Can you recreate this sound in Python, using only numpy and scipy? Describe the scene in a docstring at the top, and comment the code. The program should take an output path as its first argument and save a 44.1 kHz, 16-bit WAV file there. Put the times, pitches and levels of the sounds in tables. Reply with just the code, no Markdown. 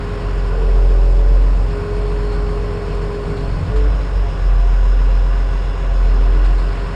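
"""A deep, wavering boom fills an excavator's cab: a six-cylinder diesel idles and sags under load.
The piston pump whines while the house swings round; the engine surges, the swing valve shuts and the
boom lifts. Firing pulses drive the cab's air and combustion clatter rings its panels. Oil hisses and
whistles through the valves, the floor rumbles and loose fittings rattle lightly."""
import sys
import numpy as np
from scipy import signal
from scipy.fft import rfft, irfft, next_fast_len
from scipy.io import wavfile
from scipy.ndimage import uniform_filter1d, map_coordinates

SR = 44100
rng = np.random.default_rng(int(sys.argv[2]) if len(sys.argv) > 2 else 0)


def generate_wav(signal):
    """Clip the signal to [-1, 1] and save it as 16-bit WAV at the path in sys.argv[1]."""
    frames = np.transpose(np.atleast_2d(signal))
    scaled = np.clip(frames, -1, 1) * 32767
    pcm = np.round(scaled).astype(np.int16)
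    wavfile.write(sys.argv[1], SR, pcm)


N = 306495
CYLINDERS = 6


def amp(db):
    """Amplitude ratio of a level in decibels."""
    return 10 ** (np.asarray(db) / 20)


def unit(x):
    """Normalisation to rms 1."""
    return x / np.sqrt(np.mean(x ** 2) + 1e-20)


def gain(points, hz):
    """Gain at hz, interpolated between (frequency_hz, level_db) points on a log axis."""
    f, db = np.transpose(points)
    return amp(np.interp(np.log(hz + 1), np.log(f + 1), db))


def curve(points):
    """Linear interpolation of (time_s, value) points, one value a sample."""
    return np.interp(np.arange(N) / SR, *np.transpose(points))


def wobble(knots_per_s):
    """Slow random modulation: a spline through Gaussian knots."""
    knots = rng.standard_normal(int(N * knots_per_s / SR) + 4)
    coarse = np.arange(0, N + 64, 64)
    spline = map_coordinates(knots, [coarse * knots_per_s / SR], mode="nearest")
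    return np.interp(np.arange(N), coarse, spline)


def swells(events, attack_s, release_s, rest_db, sag_db_per_s=0):
    """Power summation: level in dB of (start_s, length_s, level_db) events over a resting level."""
    t = np.arange(N) / SR
    power = amp(rest_db) ** 2 + np.zeros(N)
    for start_s, length_s, db in events:
        age = t - start_s
        shape = np.clip(np.minimum(age / attack_s, 1 - (age - length_s) / release_s), 0, 1)
        power += (amp(db - sag_db_per_s * age) * shape) ** 2
    return 10 * np.log10(power)


def filtered(x, response):
    """Linear filtering: the spectrum of x times a frequency response."""
    size = next_fast_len(N + 8192)
    return irfft(rfft(x, size) * response(np.fft.rfftfreq(size, 1 / SR)), size)[:N]


def rush(spectrum, drive=1):
    """Noise, amplitude-modulated by drive and coloured by spectrum, at rms 1."""
    return unit(filtered(drive * rng.standard_normal(N), lambda hz: gain(spectrum, hz)))


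def tone(turns):
    """A sinusoid of rms 1 with a random starting phase."""
    return np.sqrt(2) * np.sin(2 * np.pi * (turns + rng.random()))


def repeating(cycles, spectrum, size=4096):
    """Periodic vibration: one waveform in every four-stroke cycle gives a dense comb of harmonics."""
    hz = np.arange(size // 2 + 1) * cycles[-1] * SR / N
    shape = irfft(gain(spectrum, hz) * np.exp(2j * np.pi * rng.random(len(hz))))
    return unit(np.interp(cycles % 1, np.arange(size) / size, shape))


def blend(a, b, share):
    """Equal-power mix of uncorrelated signals, with the given share of b."""
    return np.sqrt(1 - share) * a + np.sqrt(share) * b


def resonance(centre_hz, width_hz, drive=1):
    """Forced response of a steep-sided resonance to noise modulated by drive, at rms 1."""
    force = drive * rng.standard_normal(N)
    return unit(filtered(force, lambda hz: 1 / (1 + 1.3j * (hz - centre_hz) / width_hz) ** 2))


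def patchy(x, depth_db=1.0, bins=4, frames=16):
    """Turbulent fluctuation: patches of random gain, hundreds of Hz wide and tens of ms long."""
    spectra = signal.stft(x, nperseg=256)[2]
    field = uniform_filter1d(rng.standard_normal(spectra.shape), bins, axis=0)
    field = uniform_filter1d(field, frames, axis=1)
    return signal.istft(spectra * amp(depth_db * unit(field)), nperseg=256)[1][:N]


def rattles(rise_s=0.005, t60_s=0.14, faint_count=12):
    """Damped vibration: loose fittings buzz against the frame and decay exponentially."""
    # distinct rattles: start_s, relative_db
    distinct = [(1.4094, -35.5), (2.319, -28), (2.9322, -33), (3.3662, -27), (3.7559, -24.5), (4.0103, -36),
                (6.4433, -25.5), (6.5794, -29), (6.7194, -32)]
    # spectrum of the fittings: frequency_hz, relative_db
    spectrum = [(300, -25), (1100, 12.5), (2700, -3.5), (4200, 1.5), (5400, -11), (6000, -20), (7200, -9),
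                (9000, -15), (11000, -37), (15000, -39.5)]
    faint = [(rng.uniform(0, N / SR), -39 + rng.uniform(-2, 2)) for _ in range(faint_count)]
    shake = np.zeros(N)
    for start_s, db in list(distinct) + faint:
        age = np.maximum(np.arange(N) / SR - start_s, 0)
        shake += amp(db - 60 * age / t60_s) * (1 - np.exp(-age / rise_s))
    return amp(-5.5) * shake * rush(spectrum)


def whistle(centre_hz, width_hz):
    """Flow excites a narrow valve resonance in breathy spurts."""
    return amp(1.9 * wobble(30)) * resonance(centre_hz, width_hz)


def oil(firings, cycles, swing):
    """Turbulent flow: oil hisses through the open valve, which whistles louder as it throttles."""
    # hiss of the lift and swing valves: frequency_hz, relative_db
    lift_spectrum = [(2000, -9), (3800, -5), (4450, -11), (5100, 2), (5500, -4.5), (5950, -15),
                     (6600, -8.5), (7600, -15), (8800, -16), (10000, -25), (11500, -29.5), (15000, -33.5)]
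    swing_spectrum = [(2000, -11.5), (3500, -10), (4700, 1), (5300, 2), (5600, -4), (5950, -16),
                      (6400, -8.5), (7400, -7), (8000, -10.5), (8900, -9), (9900, -19.5), (11000, -22),
                      (15000, -32.5)]
    # throttling: start_s, length_s, relative_db
    throttles = [(2.05, .3, -51.5), (3.2, .24, -49.5), (5.85, 0.5, -54.5), (6.3, .6, -52)]
    sputter = amp(0.36 * wobble(40) + 0.4 * tone(firings) + 0.31 * tone(cycles))
    flow = patchy(blend(rush(lift_spectrum), rush(swing_spectrum), share=swing))
    hiss = amp(-49.5 - 2 * swing + 1.34) * flow
    lift_valve = whistle(centre_hz=4230, width_hz=300)
    lift_valve += amp(-12) * whistle(centre_hz=6800, width_hz=220)
    swing_valve = whistle(centre_hz=4334, width_hz=140)
    whistle_db = swells(throttles, attack_s=0.24, release_s=0.22, rest_db=-64.5 + 10 * swing) - 1.5
    return sputter * (hiss + amp(whistle_db) * (swing * swing_valve + (1 - swing) * lift_valve))


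def floor_shaking(load):
    """Relative floor vibration in dB: it rises off load and as the swing starts and brakes."""
    # shudders: start_s, length_s, relative_db
    shudders = [(1.52, .25, -27.5), (3.17, .4, -25.5), (3.5, 0.2, -20)]
    return swells(shudders, attack_s=0.11, release_s=0.073, rest_db=-30.5 + 3.5 * (1 - load))


def floor_rumble(shaking_db):
    """Structure-borne sound: the shaking floor radiates low noise."""
    # spectrum of the floor: frequency_hz, relative_db
    spectrum = [(12, -3.5), (28, 1.5), (50, 3), (72, 6), (105, 3), (160, -0.5), (185, -1.5), (215, -21),
                (400, -55.5), (900, -120)]
    return amp(shaking_db - 4) * rush(spectrum)


def combustion_knock(firings, decay_firings=0.4):
    """Impulsive excitation: a decaying pulse at each firing, each cylinder at its own strength."""
    strength = amp(1.7 * unit(rng.standard_normal(CYLINDERS)))
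    cylinder = firings.astype(int) % CYLINDERS
    return 1 + 0.5 * strength[cylinder] * np.exp(-(firings % 1) / decay_firings)


def bay_roar(cycles, knock, swing, groan_db):
    """Random and periodic vibration add in power in the engine bay; the roar grows with the groan."""
    # spectrum of the bay: frequency_hz, relative_db
    spectrum = [(100, -62.5), (170, -16), (220, -4.5), (270, -2), (345, -7), (410, 4.5), (540, 1),
                (605, -3), (680, -2), (750, -5), (810, -2.5), (890, -8), (1100, -20), (3000, -120)]
    level = amp(1.15) * np.hypot(amp(-38 + 2 * swing), amp(groan_db - 6.5))
    return level * blend(rush(spectrum, knock), repeating(cycles, spectrum), share=0.44)


def panels(knock, swing):
    """Modal resonance: knock keeps the cab's panels and glass ringing, each mode wavering on its own."""
    # modes: frequency_hz, width_hz, lift_relative_db, swing_relative_db
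    modes = [(530.5, 19, -11.5, -16), (688, 22.6, -7, -11), (992, 70, -11.5, -15), (1081, 58, -18, -14.5),
             (1159, 71, -10.5, -21), (1471, 72, -9.5, -12.5), (1674, 70, -12, -24.5),
             (1967, 70, -18, -21.5), (2223, 63, -24, -20), (2560, 54, -21, -20.5), (2807, 120, -16.5, -30),
             (3426, 46, -22.5, -33), (4060, 120, -25.5, -37)]
    ring = np.zeros(N)
    for hz, width_hz, lift_db, swing_db in modes:
        level_db = lift_db + swing * (swing_db - lift_db) + 1.5 * wobble(8)
        ring += amp(level_db) * resonance(hz, width_hz, knock)
    return ring


def clatter(cycles, knock, swing):
    """Abrupt combustion excites a broad band: ticking at each firing, and the ring of the panels."""
    # strength of the clatter: time_s, relative_db
    levels = [(0.0, -34.5), (0.6, -35.87), (1.16, -38.65), (1.95, -36), (3.8, -36.5), (4.15, -37.5),
              (5.89, -36.5), (6.05, -36), (6.95, -34.6)]
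    # spectrum of the ticking: frequency_hz, relative_db
    spectrum = [(300, -70.5), (700, -25.5), (880, -8), (980, 3), (1120, 0.5), (1280, -3), (1480, -4),
                (1750, -6.5), (2100, -10.5), (2750, -11), (3300, -15.5), (4000, -20.5), (4500, -29.5),
                (8000, -91)]
    ticking = patchy(blend(rush(spectrum, knock), repeating(cycles, spectrum), share=0.33))
    return amp(curve(levels)) * (amp(-1.5) * ticking + panels(knock, swing))


def engine_hum(cycles, swing, shaking_db, jitter_cycles=0.0012):
    """Unequal cylinders give harmonics of the cycle rate; the low ones growl when the floor shakes."""
    # engine orders: cycle_multiple (rounded below), lift_relative_db, swing_relative_db
    orders = [(3, -46.5, -49.5), (9, -40.5, -38.5), (10, -36.5, -46.5), (11, -40.5, -52), (12, -33.5, -33),
              (14, -38, -36), (16, -49.5, -46.5), (18, -37, -38.5), (20, -47.5, -44), (21, -42, -35.5),
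              (22, -37.5, -49.5), (24, -52, -41.5), (26, -51, -43), (30, -68.5, -44.5), (32, -50, -43.5),
              (44, -59, -46.5), (48, -51.5, -49), (60, -61.5, -52), (71.97, -46.5, -49.5),
              (74.1, -50, -55.5), (83.76, -54, -47.5), (107.6, -48, -56), (140.9, -55.5, -49.5)]
    growl_db = 0.65 * (shaking_db + 28)
    hum = np.zeros(N)
    for order, lift_db, swing_db in orders:
        level_db = lift_db + swing * (swing_db - lift_db) - 0.5 + 1.7 * wobble(4)
        if order < 23:
            level_db += growl_db
        # timing scatter leaves the low lines clean and smears the high ones
        hum += amp(level_db) * tone(round(order) * (cycles + jitter_cycles * wobble(12)))
    return hum


def groan_levels():
    """Envelopes in dB of the firing harmonics that swell under strain, keyed by harmonic number."""
    # groans: start_s, length_s, tenth_db, thirteenth_db, seventh_db
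    groans = [(0.448, 0.2, -30, -43, -54), (.72, .6, -35.5, -38, -44.5), (1.65, .75, -44, -60, -47.5),
              (2.45, .8, -37.5, -55, -52), (5.93, .3, -39, -49, -52), (6.22, 0.19, -41, -52, -37.5)]
    # between groans: tenth_db, thirteenth_db, seventh_db
    resting = (-49.5, -59.5, -50)
    levels = {}
    for column, harmonic in enumerate((10, 13, 7)):
        events = [(start_s, length_s, dbs[column]) for start_s, length_s, *dbs in groans]
        levels[harmonic] = swells(events, attack_s=0.14, release_s=0.36, rest_db=resting[column])
    return levels


def drive_groan(firings, groan_db):
    """Forced vibration: the strained drive rasps at multiples of the firing rate."""
    # partners of the 13th harmonic: firing_multiple, relative_db
    rasp = [(3, 3), (8, -9), (11, -17), (12, -12.5), (12.5, -10), (17, -16.5)]
    lines = list(groan_db.items()) + [(multiple, groan_db[13] + db) for multiple, db in rasp]
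    return sum(amp(db + 0.98 * wobble(14)) * tone(multiple * firings + 0.03 * wobble(12))
               for multiple, db in lines)


def pump(firings, attack_s=0.11):
    """Pressure ripple: nine pistons beat three times a firing; harmonic 2 moans, harmonic 3 whines."""
    # delivery on each lever movement: start_s, length_s, whine_db, moan_db
    deliveries = [(-.15, 0.65, -33.5, -43.5), (0.526, 0.64, -35, -55), (1.645, 1.757, -27, -42.5),
                  (3.672, 0.13, -25.5, -44), (3.85, 0.51, -41.5, -50), (4.853, 0.98, -47, -42),
                  (6.04, .3, -37.5, -38), (6.497, .5, -39, -44)]
    # moan against back pressure as a movement brakes: start_s, length_s, level_db
    brakings = [(1.28, 0.33, -41), (3.22, 0.35, -38), (3.67, 0.22, -35.5)]
    whines = [(start_s, length_s, db) for start_s, length_s, db, _ in deliveries]
    moans = [(start_s, length_s, db) for start_s, length_s, _, db in deliveries]
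    # pressure eases once the load is moving
    whine_db = swells(whines, attack_s, release_s=0.13, rest_db=-46.5, sag_db_per_s=1.6)
    moan_db = swells(moans, attack_s, release_s=0.13, rest_db=-52.5, sag_db_per_s=1.6)
    moan_db = swells(brakings, attack_s, release_s=0.27, rest_db=moan_db)
    strokes = 3 * firings
    moan = tone(2 * strokes + 0.054 * wobble(30))
    whine = tone(3 * strokes + wobble(20) / 80)
    return amp(whine_db + 1.1 * wobble(21)) * whine + amp(moan_db + 2.4 * wobble(25)) * moan


def cab_boom(firings, load, free_db=-26, load_rise_db=15.5, waver_db=3):
    """Firing pulses force the enclosed air in a near-pure tone: strong under load, wavering without."""
    # swells of the cab's deep boom: start_s, length_s, release_s, level_db
    boom_swells = [(.2, 1, 0.44, -19), (1.25, 0.34, 0.25, -13.5), (1.88, 0.56, .45, -18.5),
                   (3.711, 0.17, 0.3, -12), (4.107, 0.12, .18, -14)]
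    boom_db = free_db + load_rise_db * load + waver_db * (1 - load) * wobble(16)
    for start_s, length_s, release_s, db in boom_swells:
        boom_db = swells([(start_s, length_s, db)], attack_s=0.049, release_s=release_s, rest_db=boom_db)
    return amp(boom_db + 0.15 * wobble(24)) * tone(firings)


def engine_load(firing_hz, free_hz=45.68, full_sag_hz=1.63, lag_s=0.055):
    """Speed droop: load, 0 to 1, follows the sag below the free-running firing rate a moment later."""
    t = np.arange(N) / SR
    sag = np.clip((free_hz - firing_hz) / full_sag_hz, 0, 1)
    return np.interp(t - lag_s, t, sag)


def scene():
    """Superposition: all that turns is locked to the crankshaft; load and swing valve shape the levels."""
    # engine speed: time_s, firing_hz
    speed = [(0.0, 45.54), (0.25, 45.73), (0.7, 44.02), (1.21, 43.72), (1.71, 45.47), (2.0, 46.19),
             (2.56, 45.9), (3.56, 45.15), (3.77, 48.29), (3.89, 48.67), (4.2, 46.51), (4.42, 44.06),
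             (4.6, 43.29), (5.69, 44.97), (6.24, 43.29), (6.95, 45.62)]
    # swing valve: time_s, open_fraction
    swing_opening = [(0, 0.96), (1.2, 0.44), (1.9, 1), (3.6, 0.9), (3.8, 0.3), (4.5, 0), (5.9, 0.07),
                     (6.9, 0.65)]
    firing_hz, swing = curve(speed), curve(swing_opening)
    firings = np.cumsum(firing_hz) / SR
    cycles = firings / CYLINDERS
    load = engine_load(firing_hz)
    groan_db = groan_levels()
    shaking_db = floor_shaking(load)
    engine = cab_boom(firings, load) + engine_hum(cycles, swing, shaking_db)
    knock = combustion_knock(firings)
    engine += floor_rumble(shaking_db) + bay_roar(cycles, knock, swing, groan_db[10])
    engine += clatter(cycles, knock, swing)
    hydraulics = pump(firings) + drive_groan(firings, groan_db) + oil(firings, cycles, swing)
    return (engine + hydraulics + rattles())[None]


def record(dry, top_hz=15300):
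    """Band limiting: an ideal low-pass removes the highest treble."""
    return np.array([filtered(x, lambda hz: hz < top_hz) for x in dry])


dry = scene()
out = record(dry)
generate_wav(out)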